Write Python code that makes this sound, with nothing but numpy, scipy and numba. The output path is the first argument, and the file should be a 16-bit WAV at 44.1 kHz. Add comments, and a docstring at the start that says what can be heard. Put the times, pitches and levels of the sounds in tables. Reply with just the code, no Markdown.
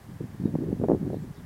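"""An open golf course, where gusty wind buffets a small camera microphone.
Turbulent pressure rumbles at the port, louder and brighter as the gust grows,
and single strong eddies thump across it. Behind the wind lie a steady outdoor wash and hiss,
a deep draught, a few distant bird chirps and one faint, brief hum."""
import sys
import numpy as np
from scipy import signal
from scipy.fft import rfft, irfft
from scipy.io import wavfile
from scipy.ndimage import uniform_filter1d
from numba import njit

SR = 44100
rng = np.random.default_rng(int(sys.argv[2]) if len(sys.argv) > 2 else 0)


def store_wav(level_fs):
    """Save 16-bit WAV to argv[1]."""
    pcm = np.round(np.clip(np.atleast_2d(level_fs), -1, 1) * 32767)
    wavfile.write(sys.argv[1], SR, pcm.T.astype(np.int16))


N = 63945

# Spectrum of the outdoor wash and hiss. Each row: frequency in Hz, relative spectral density in dB.
AIR_SPECTRUM = [(100, -3.5), (400, -2), (560, -3), (900, -3), (1350, -9), (1750, -7), (2500, -16),
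                (4000, -19), (7000, -21.5), (11500, -22), (15500, -25)]
# Distant bird chirps. Each row: centre time in seconds, length in seconds, pitch in Hz,
# peak level in dB, warble as a fraction of the pitch.
BIRD_CHIRPS = [(0.423, .025, 4400, -71, 0.011), (0.463, .03, 3780, -66.5, .01),
               (1.16, 0.056, 3880, -65.5, .09), (1.227, .03, 7300, -67, 0.089),
               (1.355, 0.032, 4980, -66, .1), (1.382, 0.033, 3660, -62, 0.089)]
# Strength of the gust at the microphone. Each row: time in seconds, relative level in dB.
GUST_LEVELS = [(0, -44.5), (.04, -48.5), (.072, -42.5), (.168, -39), (.186, -52.5), (.206, -34),
               (.245, -35), (.27, -42), (.382, -41), (.40, -34), (.478, -30.5), (.515, -33.5), (.55, -31.5),
               (.567, -36.5), (.635, -30), (.665, -33), (.728, -29.5), (.755, -34.5), (.785, -36.5),
               (.82, -28.5), (.856, -28), (.874, -35), (.896, -30), (.94, -25.5), (.975, -33.5),
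               (1.07, -30.5), (1.146, -32), (1.205, -35), (1.25, -37), (1.315, -40), (1.345, -54),
               (1.385, -39), (1.42, -39.5), (1.45, -42.5)]
# Strong eddies that hit the port. Each row: centre time in seconds, relative peak level in dB,
# centre frequency in Hz.
EDDIES = [(0.207, -29, 393), (.210, -25, 318), (0.216, -24.5, 228), (.241, -25, 223), (0.347, -34, 261),
          (0.401, -22, 193), (.440, -18, 212), (.4575, -10, 245), (0.478, -29.5, 420), (0.543, -17.5, 202),
          (.554, -21, 640), (.5575, -14.5, 312), (.588, -18.5, 282), (.624, -17.5, 260), (0.64, -22, 300),
          (0.665, -27, 200), (.690, -19, 198), (0.719, -22, 217), (0.73, -15, 270), (.767, -36, 433),
          (0.8, -21, 234), (.8165, -19, 402), (.823, -21, 264), (.8385, -12, 434), (0.843, -17, 590),
          (.851, -18.5, 340), (.858, -27, 305), (.8865, -12, 485), (0.8959, -13, 364), (0.9001, -6.5, 365),
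          (.909, -13, 468), (.918, -8.5, 420), (.927, -17, 400), (.934, -15.5, 323), (.9485, -13.5, 305),
          (1.03, -22.5, 241), (1.070, -26.5, 270), (1.078, -23, 270), (1.103, -24, 477), (1.132, -22, 430),
          (1.1445, -18, 430), (1.17, -22, 248)]


def undb(db):
    """Amplitude ratio for a level in decibels."""
    return 10 ** (np.asarray(db) / 20)


def unit(x):
    """Normalisation to an rms of 1."""
    return x / np.sqrt(np.mean(x ** 2))


def wander(per_s):
    """Random steps, smoothed by two moving averages into a drift with a spread near 1."""
    hold = max(int(SR / per_s), 2)
    steps = rng.standard_normal(2048)[np.arange(N) // hold % 2048]
    return 1.1 * uniform_filter1d(uniform_filter1d(steps, hold), hold)


@njit
def lowpass(x, hz, damping):
    """A damped two-pole system attenuates what lies above its corner, given for each sample."""
    y = np.empty(len(x))
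    band_state, low_state = 0., 0.
    for i in range(len(x)):
        g = np.tan(np.pi * hz[i] / SR)
        band = (band_state + g * (x[i] - low_state)) / (1 + g * (g + damping))
        y[i] = low_state + g * band
        band_state = 2 * band - band_state
        low_state = 2 * y[i] - low_state
    return y


def steep_lowpass(x, hz, damping):
    """Slopes add in cascade: two stages fall by 24 dB per octave."""
    return lowpass(lowpass(x, hz, damping), hz, damping)


def highpass(x, hz):
    """Two poles roll off the bass by 12 dB per octave."""
    return signal.sosfilt(signal.butter(2, hz, "high", fs=SR, output="sos"), x)


def outdoor_air(level_db=-54.5):
    """Spectral shaping turns white noise into a stationary wash and hiss."""
    hz, db = np.array(AIR_SPECTRUM).T
    bin_hz = np.maximum(np.fft.rfftfreq(N, 1 / SR), 1)
    gain = undb(np.interp(np.log(bin_hz), np.log(hz), db))
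    wash = irfft(rfft(rng.standard_normal(N)) * gain, N)
    return unit(wash) * undb(level_db)


def swell(t, at, length):
    """A bell-shaped envelope, its length two standard deviations."""
    return np.exp(-2 * ((t - at) / length) ** 2)


def birds(t):
    """Random frequency modulation widens each chirp: shallow sounds pure, deep sounds raspy."""
    time_drift = np.cumsum(wander(per_s=700)) / SR
    chirps = np.zeros(N)
    for at, length, hz, db, warble in BIRD_CHIRPS:
        phase = 2 * np.pi * hz * (t + warble * time_drift)
        chirps += undb(db) * swell(t, at, length) * np.sin(phase)
    return chirps


def hum(t, hz=404, peak_db=-52.5):
    """A faint pure tone sounds briefly in the lull, where the wind masks it less."""
    return undb(peak_db) * swell(t, at=1.372, length=.06) * np.sin(2 * np.pi * hz * t)


def draught(corner_hz=58.4, level_db=-57.5):
    """Noise limited to a low band is heard as a deep stirring that lasts between the gusts."""
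    stir = lowpass(rng.standard_normal(N), np.full(N, corner_hz), np.sqrt(2))
    return unit(highpass(stir, hz=45)) * undb(level_db)


def rumble(t, flutter_db=1.5, trim_db=-1):
    """Turbulent pressure at the port: faster air is louder and carries smaller, higher-pitched eddies."""
    reference_hz, reference_db, db_per_octave = 318, -29.5, 15  # how the corner follows the gust
    gust_db = np.interp(t, *np.array(GUST_LEVELS).T) + flutter_db * wander(per_s=70)
    octaves = (gust_db - reference_db) / db_per_octave
    corner_hz = np.clip(reference_hz * 2 ** octaves, 20, SR / 10)
    pressure = steep_lowpass(rng.standard_normal(N), corner_hz, damping=1.25)
    pressure = highpass(pressure, hz=116.4)  # the microphone's bass roll-off
    levelled = unit(pressure / np.sqrt(corner_hz))  # noise power grows with bandwidth
    return levelled * undb(gust_db + trim_db)


def buffets(t, trim_db=.5, rasp_db=-21.5, rasp_edge_ratio=2.39):
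    """A passing eddy is a push and pull of pressure; a smaller one passes sooner and sounds higher."""
    steepness = 5.43  # how sharply an eddy's spectrum falls away from its centre
    thumps, noise = np.zeros(N), rng.standard_normal(N)
    for (at, db, hz), lean in zip(EDDIES, rng.random(len(EDDIES))):
        passage = 2 * np.pi * hz * (t - at) / steepness
        pulse = (1 - 1j * passage) ** -steepness
        eddy = np.exp(2j * np.pi * lean) * pulse  # a random phase makes it lopsided
        edge_hz = np.full(N, min(rasp_edge_ratio * hz, SR / 10))
        rasp = unit(steep_lowpass(noise, edge_hz, np.sqrt(2)))  # fine turbulence inside the eddy
        thumps += undb(db + trim_db) * (eddy.real + undb(rasp_db) * np.abs(eddy) * rasp)
    return thumps


def scene():
    """Superposition: the wind and the quiet background add as pressures in one channel."""
    t = np.arange(N) / SR
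    return (rumble(t) + buffets(t) + draught() + outdoor_air() + birds(t) + hum(t))[None]


def record(dry, bottom_hz=28.8, top_hz=15800):
    """Band limiting: the camera drops the deepest bass and cuts the top steeply."""
    treble_cut = signal.ellip(10, .2, 80, top_hz, fs=SR, output="sos")
    return signal.sosfilt(treble_cut, highpass(dry, bottom_hz))


dry = scene()
out = record(dry)
store_wav(out)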